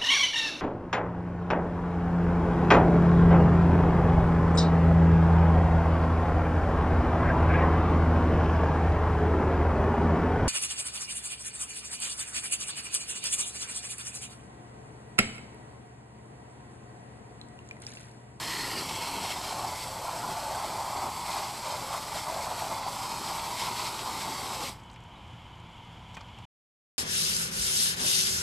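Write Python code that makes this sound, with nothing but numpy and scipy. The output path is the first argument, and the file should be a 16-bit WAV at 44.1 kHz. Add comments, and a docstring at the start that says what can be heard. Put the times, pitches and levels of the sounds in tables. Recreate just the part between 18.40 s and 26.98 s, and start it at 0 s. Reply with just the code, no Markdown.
"""In a yard, a garden hose plays over the wheel of a quad bike, close to one microphone.
Random impacts drum on the tyre, ring the steel rim, spatter and hiss; slugs gulp and run-off slaps the slab.
The nozzle is shut and the drumming stops at once, while the last spray drains away.
That leaves the yard: shaped-noise rumble and insects, a far engine of wavering sines, ringing drips,
short ticks, splats and knocks and a clack of the nozzle, before the sound cuts off."""
import sys
import numpy as np
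from scipy import signal
from scipy.fft import rfft, irfft
from scipy.io import wavfile

SR = 44100
rng = np.random.default_rng(int(sys.argv[2]) if len(sys.argv) > 2 else 0)


def to_wav(sig):
    """Store sig (one row per channel, or 1-D mono) as 16-bit WAV at the path in sys.argv[1].

    Samples outside -1..1 are clipped; the rate is SR.
    """
    pcm = np.clip(np.atleast_2d(sig), -1, 1) * 32767
    pcm = np.round(pcm).astype(np.int16)
    wavfile.write(sys.argv[1], SR, pcm.T)  # frames by channels


N = 378378
TIME = np.arange(N) / SR
BINS = np.fft.rfftfreq(N, 1 / SR)

# the nozzle is shut; the sound has fallen to silence; the top of the band
SHUT_S, CUT_S, BAND_LIMIT_HZ = 6.292, 8.054, 15150
# once shut: the fall of the jet, then the level and fall of the water still draining
SHUT_DB_PER_S, DRAIN_DB, DRAIN_DB_PER_S = 254, -15, 100

# where the jet is aimed: t/s, share on tread and mudguard 0-1 (the rest on the wheel's face),
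# force on the rubber level/dB before the common trim and the splashes
AIM = [(0, 0.14, -41.5), (.45, 0, -41), (.8, 0.5, -39), (.95, 0.6, -42), (1.27, 1, -36.5),
       (1.41, 0.2, -41.5), (1.58, 0.4, -38), (1.72, 0.9, -36.5), (1.92, 0.95, -37.5), (2.3, 0.87, -37),
       (2.65, 0.62, -35.5), (2.75, 0.1, -40), (3.14, 0.83, -43.5), (3.45, 0, -38.5), (3.68, 0.4, -40),
       (3.76, 0.9, -38), (3.8, 0.5, -41), (3.845, 0.5, -40.5), (3.868, 0.75, -35.5), (4.0, .9, -36.5),
       (4.13, 1, -36.5), (4.17, 0.8, -39), (4.28, 0.9, -39), (4.36, 0.7, -36), (4.42, 0.4, -40.5),
       (4.58, 0.25, -38), (5.15, 0.4, -38), (5.4, 0.2, -40), (5.8, 0.03, -37.5), (6.24, 0, -40.5),
       (6.31, .25, -44)]
# the jet crosses an edge of the wheel and splashes: middle t/s, length t/s,
# change of the drumming level/dB, change of the spray level/dB
SPLASHES = [(0.39, 0.067, -5, 4), (0.67, .08, 1.5, 3), (0.843, 0.12, 1.5, 0), (0.91, 0.054, 4.5, 3.5),
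            (1.085, 0.071, 0.5, 1.5), (1.415, 0.12, -0.5, 3.5), (2.978, 0.36, 7, 5), (3.31, 0.26, 6.5, 3),
            (3.553, 0.12, 3.5, 4), (3.781, 0.11, 2, 6.5), (4.036, 0.064, -0.5, 1.5), (4.198, 0.098, 2, 4),
            (5.198, 0.088, -1, 6.5), (5.268, 0.12, 3, 4.5), (5.402, 0.1, 4, 4.5), (5.465, 0.072, 3, 5),
            (5.818, 0.076, -2, 4), (6.241, 0.11, 2, 3.5)]
# colour of the hollow tread under the mudguard: f/Hz, relative level/dB per Hz
TREAD_COLOUR = [(300, -38.5), (480, -23), (570, -12.5), (660, -6), (750, -9), (870, -2), (980, -6.5),
                (1100, -12), (1250, -12.5), (1450, -19), (1800, -25.5), (3000, -47)]
# colour of the wheel's face: f/Hz, relative level/dB per Hz
FACE_COLOUR = [(300, -66), (500, -11), (690, -15), (760, -9), (880, -1.5), (1020, -3.5), (1130, -7.5),
               (1300, -13), (1550, -23.5), (1900, -35), (3000, -46)]
# water sloshing in the tread: pitch, width, rms swing (octaves), speed of swing, level against the drumming
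POCKET_HZ, POCKET_WIDTH_HZ, POCKET_SWING_OCT, POCKET_RATE_HZ, POCKET_DB = 823, 230, .3, 22, -6.5

# heavy slugs gulping in the hollows of the wheel: start t/s, level/dB at the crest, f/Hz at the crest
SLUGS = [(.834, -36, 853), (.957, -34.5, 871), (1.105, -36, 754), (1.191, -36, 944), (1.234, -37, 908),
         (1.458, -42, 876), (1.676, -32.5, 900), (1.83, -36.5, 847), (2.052, -41.5, 788), (2.15, -35, 804),
         (2.404, -37, 876), (2.58, -34, 950), (2.662, -34.5, 887), (2.959, -34.5, 907), (3.258, -36.5, 894),
         (3.535, -33.5, 1015), (3.862, -40.5, 892), (3.96, -36, 837), (4.057, -36.5, 886),
         (4.104, -38, 866), (4.214, -31, 850), (4.311, -33, 828), (4.461, -31.5, 917), (4.892, -36.5, 913),
         (4.963, -36, 918), (5.213, -36.5, 924), (5.265, -34.5, 1000), (5.651, -34.5, 943),
         (6.097, -36.5, 900), (6.16, -41, 905), (6.21, -38, 948)]
# what all gulps share: time to the crest, width of the pocket's resonance, upward slide
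SLUG_RISE_S, SLUG_WIDTH_HZ, SLUG_GLIDE_HZ_PER_S = 0.0098, 327, 1100

# water breaking up, before splashes and pulsing: t/s, level/dB
SPRAY_LEVEL = [(0, -37), (.22, -35.5), (.41, -39), (.45, -38.5), (.5, -38.5), (.795, -40.5), (.82, -37),
               (.94, -38), (.957, -42.5), (1.03, -40), (1.25, -42.8), (1.6, -44.5), (1.9, -42.6),
               (2.58, -43.3), (2.71, -45), (2.8, -43.5), (4.4, -43), (4.9, -40), (5.15, -41.5), (5.45, -40),
               (5.7, -41), (6.3, -41)]
# colour of the spatter: f/Hz, relative level/dB per Hz
SPATTER_COLOUR = [(700, -11), (1400, 0.5), (1750, -4.5), (2050, 2.5), (2300, 1), (2550, -0.5), (2850, -4),
                  (3250, 0.5), (3750, -0.5), (4250, 3), (5250, 2), (6000, -7.5), (7000, -3.5), (10000, -26)]
# the jet on the steel rim: t/s, share in the dish 0-1, share on the lip 0-1 (the rest spatters on the tyre)
ON_RIM = [(0, 0.3, 0.16), (.2, 0.6, 0), (.41, 0.62, 0.16), (.435, 0, 0.46), (.79, 0.1, .48), (.83, 0, 0.3),
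          (.94, 0, 0.5), (.96, 0, 0.07), (4.9, 0.01, 0.02), (5.25, 0.08, 0.18), (5.55, 0.1, 0.04),
          (6.4, 0.07, 0.2)]
# resonances of the dish, strongest as the jet passes each one's spot: f/Hz, width f/Hz, relative level/dB,
# t/s at that spot, reach t/s, sag of pitch away from it (Hz per s)
DISH_MODES = [(1420, 170, -3, 0.35, .14, 0.5), (1976, 370, 2.5, 0.2, 0.21, 800),
              (3120, 440, -2, .12, 0.1, -1), (2900, 360, 0.5, 0.34, .06, -0.5),
              (4330, 220, 0, 0.25, .25, 500), (4750, 300, 3, .35, .09, 400),
              (5200, 400, -7.5, .03, .15, -0.5)]
# resonances of the lip: f/Hz, width f/Hz, relative level/dB
LIP_MODES = [(2210, 250, 1), (2670, 220, -0.5), (2980, 220, -2.5), (3230, 220, 1), (4240, 250, -0.5),
             (5440, 440, -4.5)]
# colour of the mist: f/Hz, relative level/dB per Hz
MIST_COLOUR = [(3500, -22), (6000, -3), (6800, -11), (7500, -.5), (8100, 1), (8900, -7), (9500, -5.5),
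               (10700, -7), (11900, -7.5), (13200, -10.5), (15000, -19)]
# level of the mist at a given spray level, and the dB it gains per dB of steady spray and of a splash
MIST_DB, MIST_AT_SPRAY_DB, MIST_PER_SPRAY, MIST_PER_SPLASH = -45, -41.5, 0.5, 0.56
# brief dips of the mist: middle t/s, length t/s, change of level/dB
MIST_DIPS = [(3.25, .8, -1), (4.435, 0.12, -5.5)]

# colour of run-off slapping wet concrete: f/Hz, relative level/dB per Hz
SLAP_COLOUR = [(90, -16), (150, -1), (200, 0), (280, 0.5), (340, 0.5), (415, 2), (460, -5.5), (510, -10),
               (700, -9.5), (1500, -14)]
# the steady run-off, before gushes and wavering: t/s, level/dB
RUNOFF_LEVEL = [(0, -45.5), (.7, -46.5), (1.45, -52.5), (3.7, -52.5), (6.3, -48)]
# pooled water spills off the wheel: middle t/s, length t/s, rise of level/dB
GUSHES = [(.41, 0.086, 5.5), (.77, 0.12, 4), (1.24, .2, 2), (1.88, 0.28, 8.5), (2.29, 0.33, 6.5),
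          (2.64, .17, 11), (4.31, .14, 4.5), (5.3, 0.21, 1.5), (5.91, .16, 5)]

# single fat drops smacking the rim: t/s, level/dB, centre of the colour f/Hz, its sharpness Q, decay t/s
SPITS = [(.124, -38, 4500, .9, .004), (.492, -31.5, 3500, .9, .003), (2.862, -37.5, 5000, .9, .005),
         (4.9935, -34.5, 3200, .9, 0.0065), (5.592, -38, 3000, .9, .012)]
# short ticks, drop splats and knocks after the shut-off, with the noisy body of the clack:
# t/s, level/dB, centre of the colour f/Hz, its sharpness Q, decay t/s
KNOCKS = [(6.398, -59, 4900, 4, .008), (6.436, -58, 7800, 5, 0.004), (6.5, -51, 4500, 3, 0.004),
          (6.514, -57, 6800, 3, .005), (6.532, -57, 8000, 4, 0.003), (6.541, -56, 7500, 2, .003),
          (6.561, -48, 2500, 2.5, 0.005), (6.638, -57, 7500, 2.5, .003), (6.742, -48, 1150, 4, 0.0046),
          (7.742, -53, 4500, 1.5, 0.0044), (7.7472, -46, 5400, 3.6, 0.003), (7.7525, -50, 5500, 1.2, 0.006),
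          (7.7688, -39, 1250, 1.5, 0.01), (7.769, -54, 7800, 4, .005), (7.8085, -44, 1100, 1.3, 0.0067),
          (7.8088, -49, 4700, 3, .003), (7.813, -50, 4800, 2.5, 0.0044), (7.9861, -52.5, 5500, 1.2, .005),
          (7.9868, -47, 900, 1, .006)]
# colour shared by all spits, ticks, splats and knocks: f/Hz, relative level/dB per Hz
KNOCK_COLOUR = [(150, -1), (500, 0), (950, 10), (1500, -0.5), (2400, 6), (3000, 2.5), (5000, -1.5),
                (8000, -4.5), (10000, -10.5), (14000, -12.5)]
# the nozzle clacks and bounces: t/s, peak level/dB
CLACKS = [(7.7688, -34), (7.7726, -35), (7.777, -41)]
# modes of the nozzle: f/Hz, relative level/dB, decay t/s
NOZZLE_MODES = [(480, -9, .004), (780, -4, .004), (1090, 2, 0.0054), (1550, 0, 0.005), (1950, -1, 0.006),
                (2450, 7, 0.007), (2988, -8, .003), (4323, -10, .003), (5297, -13, .002)]
# last drops ringing in the puddles: t/s, level/dB at the onset of the decay, f/Hz, decay t/s
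DRIPS = [(6.501, -51, 4600, .002), (6.549, -57, 5100, .004), (6.561, -47, 2360, .005),
         (6.757, -56, 3800, .014)]

# a far engine, each level wavering: f/Hz, level/dB
ENGINE = [(56, -63.5), (84, -67.5), (117, -56.5), (166, -62.5), (236, -75), (710, -73.5), (770, -68.5),
          (829, -74.5), (888, -65), (947, -68.5), (964, -66.5), (1001, -64.5), (1055, -75), (1113, -75.5),
          (1293, -77.5)]
# colour of the patter off the wet machine: f/Hz, relative level/dB per Hz
TICK_COLOUR = [(500, -27), (1000, 0), (1800, -10.5), (3000, 7), (4800, -1), (6200, -6.5), (8000, 2.5),
               (10000, -13), (14000, -28.5)]
# the insect chorus, before its wavering: t/s, level/dB
CHORUS_LEVEL = [(0, -62), (6.35, -61), (6.8, -57.5), (7.2, -57.5), (7.6, -57), (8.05, -55.5)]
# colour of the insects: f/Hz, relative level/dB per Hz
INSECT_COLOUR = [(1500, -32), (1980, -10.5), (2200, -2.5), (2480, -7), (2720, -5.5), (3000, 0),
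                 (3300, -1.5), (3600, -10), (4100, -14.5), (5000, -17), (6200, -21.5), (7100, -18.5),
                 (8200, -26.5), (13000, -32.5)]
# narrow, fuzzy tones within the chorus: f/Hz, width f/Hz, level/dB
DRONE = [(2090, 20, -72), (2220, 25, -74), (2420, 30, -74), (3000, 24, -69), (3150, 41, -69),
         (3400, 19, -71.5)]
# colour of the outdoor rumble: f/Hz, relative level/dB per Hz
YARD_COLOUR = [(20, -11.5), (45, -6.5), (57, -4), (70, -6), (88, -0.5), (135, -5), (170, -6.5), (215, -9),
               (420, -19), (600, -17.5), (950, -11), (1200, -17.5), (1800, -24.5), (2600, -42)]


def hose():
    """One uneven jet drives all the water; shutting it stops the drumming while the spray drains away slower."""
    pulsing = wander(26)
    since_shut = np.maximum(TIME - SHUT_S, 0)
    jet = from_db(-SHUT_DB_PER_S * since_shut)
    draining = np.maximum(jet, from_db(DRAIN_DB - DRAIN_DB_PER_S * since_shut))
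    return jet * (tyre(pulsing) + slugs()) + draining * (spray(pulsing) + runoff())


def tyre(pulsing):
    """The jet drums and bubbles on rubber; the tread gurgles and sounds deeper than the wheel's face."""
    blows = impacts(per_s=2500, spread_db=1.5, wash=0.99)
    blows = blows * from_db(0.35 * pulsing + 0.34 * wander(45))
    on_tread = np.clip(curve(AIM), 0, 1)
    tread = on_tread * coloured(blows, TREAD_COLOUR)
    face = (1 - on_tread) * coloured(blows, FACE_COLOUR)
    body = unit(tread + face)
    pocket_hz = POCKET_HZ * 2 ** (POCKET_SWING_OCT * wander(POCKET_RATE_HZ))
    pocket = resonate(blows, pocket_hz, POCKET_WIDTH_HZ)
    body = unit(body + from_db(POCKET_DB) * on_tread * pocket)
    bubbles = crackle(per_s=260, low_hz=649, high_hz=1136, cycles=5.5, count=14)
    body = unit(body + from_db(-8.0) * bubbles)
    splash_db = swells((s, length, db) for s, length, db, _ in SPLASHES)
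    level = from_db(curve(AIM, axis=2) + splash_db + 0.57)
    return scattered(body, near_db=-34.5, far_db=-8.5, change_hz=2.26) * level


def slugs():
    """Each slug churns in a pocket of the wheel: a short hollow gulp that rises as the pocket fills."""
    age, out = np.arange(SR // 8) / SR, np.zeros(N)
    envelope = age / SLUG_RISE_S * np.exp(1 - age / SLUG_RISE_S)
    envelope_rms = np.sqrt(np.mean(envelope ** 2))
    pocket = signal.butter(2, SLUG_WIDTH_HZ / 2, fs=SR)
    for s, db, hz in SLUGS:
        noise = rng.standard_normal(len(age)) + 1j * rng.standard_normal(len(age))
        churn = signal.lfilter(*pocket, noise)
        turns = np.cumsum(hz + SLUG_GLIDE_HZ_PER_S * (age - SLUG_RISE_S)) / SR
        tone = (churn * np.exp(2j * np.pi * turns)).real  # the slow churn lifted to the gliding pitch
        add(out, s, from_db(db) * envelope_rms * unit(envelope * tone))
    return out


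def spray(pulsing):
    """The jet shatters into crackling spatter, rings the rim where it meets it, and throws off hissing mist."""
    drops = impacts(per_s=5000, spread_db=1.0, wash=1.6)
    spatter = scattered(coloured(drops, SPATTER_COLOUR), near_db=-15.5, far_db=-10, change_hz=3.9)
    in_dish = np.clip(curve(ON_RIM), 0, 1)
    on_lip = np.clip(curve(ON_RIM, axis=2), 0, 1)
    on_tyre = np.clip(1 - in_dish - on_lip, 0, 1)
    # shares are of power, hence the roots
    splash = np.sqrt(on_tyre) * spatter + np.sqrt(in_dish) * dish() + np.sqrt(on_lip) * ringing(LIP_MODES)
    pops = crackle(per_s=420, low_hz=2140, high_hz=5530, cycles=2.1, count=12)
    splash = unit(splash + from_db(-10.0) * pops)
    droplets = impacts(per_s=7000, spread_db=3.0, wash=0.85)
    mist = scattered(coloured(droplets, MIST_COLOUR), near_db=-16.5, far_db=-11.5, change_hz=7.9)
    steady_db = curve(SPRAY_LEVEL)
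    splash_db = swells((s, length, db) for s, length, _, db in SPLASHES)
    mist_db = MIST_DB + MIST_PER_SPRAY * (steady_db - MIST_AT_SPRAY_DB)
    mist_db = mist_db + MIST_PER_SPLASH * splash_db + swells(MIST_DIPS)
    splash = splash * from_db(steady_db + splash_db + 0.68 * pulsing)
    return splash + mist * from_db(mist_db + 0.55 * pulsing)


def dish():
    """As the jet sweeps the dished rim, each resonance swells and fades; some rise in pitch, then sink."""
    drops = impacts(per_s=2800, spread_db=5.0, wash=0.91)
    out, power = np.zeros(N), np.zeros(N)
    for hz, width, db, s, reach, sag in DISH_MODES:
        away = np.minimum(abs(TIME - s), 1)
        gain = from_db(db) / (1 + (away / reach) ** 4)
        out += gain * resonate(drops, hz - sag * away, width)
        power += gain ** 2
    return out / np.sqrt(power)  # steady level, changing blend


def ringing(modes):
    """Fine drops excite each resonance of a steel part, heard as peaks in their spectrum."""
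    drops = rfft(impacts(per_s=3800, spread_db=0.5, wash=1.03))
    power = sum(from_db(db) ** 2 / (1 + (2 * (BINS - hz) / width) ** 2) ** 2 for hz, width, db in modes)
    return unit(irfft(drops * np.sqrt(power), N))


def runoff():
    """Heavy drops fall from the wheel on to wet concrete, now and then in a gush."""
    drops = coloured(impacts(per_s=440, spread_db=1.0, wash=0.65), SLAP_COLOUR)
    return drops * from_db(curve(RUNOFF_LEVEL) + swells(GUSHES) + 0.9 * wander(15))


def knocks(rows):
    """Each row is a sharp click and a short noisy rattle, from a thin tick or splat to a hollow knock."""
    ring = coloured(signal.unit_impulse(N), KNOCK_COLOUR)[:256]
    age, out = np.arange(SR // 10) / SR, np.zeros(N)
    for s, db, hz, q, decay in rows:
        rattle = np.exp(-age / decay) * rng.standard_normal(len(age))
        click = 3 * (age == 0)
        colour = signal.iirpeak(min(hz, SR / 4), Q=max(q, .5), fs=SR)
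        sound = signal.lfilter(*colour, np.convolve(rattle + click, ring))
        # energy of a noise burst with this decay
        sound = sound * np.sqrt(decay * SR / 2) / np.linalg.norm(sound)
        add(out, s, from_db(db) * sound)
    return out


def clacks():
    """A hard blow and its bounces ring the short modes of the nozzle."""
    age, out = np.arange(SR // 20) / SR, np.zeros(N)
    ring = sum(from_db(db) * np.exp(-age / decay) * np.sin(2 * np.pi * hz * age)
               for hz, db, decay in NOZZLE_MODES)
    for s, db in CLACKS:
        add(out, s, from_db(db) * ring / abs(ring).max())
    return out


def drips():
    """Each drop traps a small bubble that rings briefly as a decaying sine."""
    out = np.zeros(N)
    for s, db, hz, decay in DRIPS:
        age = np.maximum(TIME - s, 0)
        out += from_db(db) * np.exp(-age / decay) * np.sin(2 * np.pi * hz * age)
    return out


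def yard():
    """Behind everything: a far engine, insects, the wet machine dripping, and outdoor rumble."""
    patter = coloured(impacts(per_s=67, spread_db=3.0, wash=.1), TICK_COLOUR) * from_db(-76.0)
    return engine() + insects() + drone() + patter + rumble()


def engine():
    """A far engine is a set of sines sharing one wavering speed, each wavering in level on its own."""
    clock = np.cumsum(1 + 0.00398 * wander(4.7)) / SR
    return sum(np.sqrt(2) * from_db(db + 2.5 * wander(10.0)) * np.sin(2 * np.pi * hz * clock)
               for hz, db in ENGINE)


def insects():
    """Many insects blur into coloured noise that flutters and slowly sways."""
    chorus = coloured(rng.standard_normal(N), INSECT_COLOUR)
    return chorus * from_db(curve(CHORUS_LEVEL) + .5 * wander(30) + .5 * wander(4))


def drone():
    """Faint, fuzzy tones hang in the distance: noise through very narrow resonances."""
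    hiss = rfft(rng.standard_normal(N))
    return sum(from_db(db) * unit(irfft(hiss / (1 + 2j * (BINS - hz) / width) ** 2, N))
               for hz, width, db in DRONE)


def rumble():
    """Outdoor rumble is coloured noise, barely wavering in level."""
    return coloured(rng.standard_normal(N), YARD_COLOUR) * from_db(-49.5 + .3 * wander(9.5))


def impacts(per_s, spread_db, wash):
    """Drops of uneven size land at random, over a wash of those too small to tell apart."""
    size = from_db(spread_db * np.minimum(rng.exponential(1, N), 4))
    drops = size * rng.choice([-1, 1], N) * (rng.random(N) < per_s / SR)
    return unit(unit(drops) + wash * rng.standard_normal(N))


def crackle(per_s, low_hz, high_hz, cycles, count):
    """Larger drops and bubbles pop one by one, on a ladder of count pitches, each dying over a few cycles."""
    age, out = np.arange(SR // 100) / SR, np.zeros(N)
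    for hz in np.geomspace(low_hz, high_hz, count):
        pop = np.exp(-age * hz / cycles) * np.sin(2 * np.pi * hz * age)
        hits = impacts(per_s=per_s / count, spread_db=3.0, wash=0)
        out += unit(signal.oaconvolve(hits, pop)[:N])
    return unit(out)


def scattered(x, near_db, far_db, change_hz):
    """Wheel, slab and shed wall throw the sound back as short noise tails whose blend drifts at random."""
    age = np.arange(SR // 20) / SR
    near, far = np.exp(-age / 0.0018), np.exp(-age / 0.014)
    envelope = from_db(near_db) * near / np.linalg.norm(near) + from_db(far_db) * far / np.linalg.norm(far)
    envelope = envelope * (age > .0004)  # a gap after the direct sound
    weights = np.array([wander(change_hz) for _ in range(6)])
    weights /= np.linalg.norm(weights, axis=0)
    echoes = sum(w * signal.oaconvolve(x, envelope * rng.standard_normal(len(age)))[:N] for w in weights)
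    return unit(x + echoes) * np.std(x)


def resonate(x, hz, width):
    """A resonance follows the curve hz: x is turned down to zero pitch, smoothed and turned back; rms 1."""
    turn = np.exp(2j * np.pi * np.cumsum(hz) / SR)
    r = np.exp(-np.pi * width / SR)
    smoothed = signal.lfilter([1], [1, -2 * r, r * r], x / turn)
    return unit((turn * smoothed).real)


def coloured(x, spectrum):
    """Gives x a spectrum at rms 1, with minimum phase so that each impact rings after it lands."""
    hz, db = np.transpose(spectrum)
    gain_db = np.interp(np.log(BINS + 1), np.log(hz), db, db.min() - 10.5, db.min() - 16.5)
    cepstrum = irfft(np.log(from_db(gain_db)), N)
    cepstrum[1:N // 2] *= 2  # folding the cepstrum makes the phase minimal
    cepstrum[N // 2 + 1:] = 0
    return unit(irfft(rfft(x) * np.exp(rfft(cepstrum)), N))


def wander(rate_hz):
    """Smooth random drift with an rms of 1, mostly slower than the rate."""
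    return unit(irfft(rfft(rng.standard_normal(N)) / (1 + (BINS / rate_hz) ** 4), N))


def swells(rows):
    """Smooth rises or dips in dB that return to zero, from rows of middle t/s, length t/s, level/dB."""
    return sum(db * np.cos(np.pi * np.clip((TIME - s) / length, -.5, .5)) ** 2 for s, length, db in rows)


def curve(rows, axis=1):
    """One column of a table, joined by straight lines in time."""
    columns = np.transpose(rows)
    return np.interp(TIME, columns[0], columns[axis])


def add(mix, s, sound):
    """Lays a sound into the mix at a time in seconds."""
    part = mix[round(s * SR):][:len(sound)]
    part += sound[:len(part)]


def from_db(db):
    """Decibels to gain."""
    return 10 ** (np.asarray(db) / 20)


def unit(x):
    """Scales to an rms of 1."""
    return x / np.sqrt(np.mean(x ** 2) + 1e-20)


def scene():
    """Everything reaches one microphone, the same on both channels."""
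    mono = hose() + knocks(SPITS) + knocks(KNOCKS) + clacks() + drips() + yard()
    return np.array([mono, mono])


def record(dry):
    """The sound drops to silence within 2 ms near the end; then the treble is band-limited."""
    running = np.clip((CUT_S - TIME) / .002, 0, 1)
    low_pass = signal.firwin(511, BAND_LIMIT_HZ, window=("kaiser", 9), fs=SR)
    return signal.oaconvolve(dry * running, low_pass[None], "same")


dry = scene()
out = record(dry)
to_wav(out)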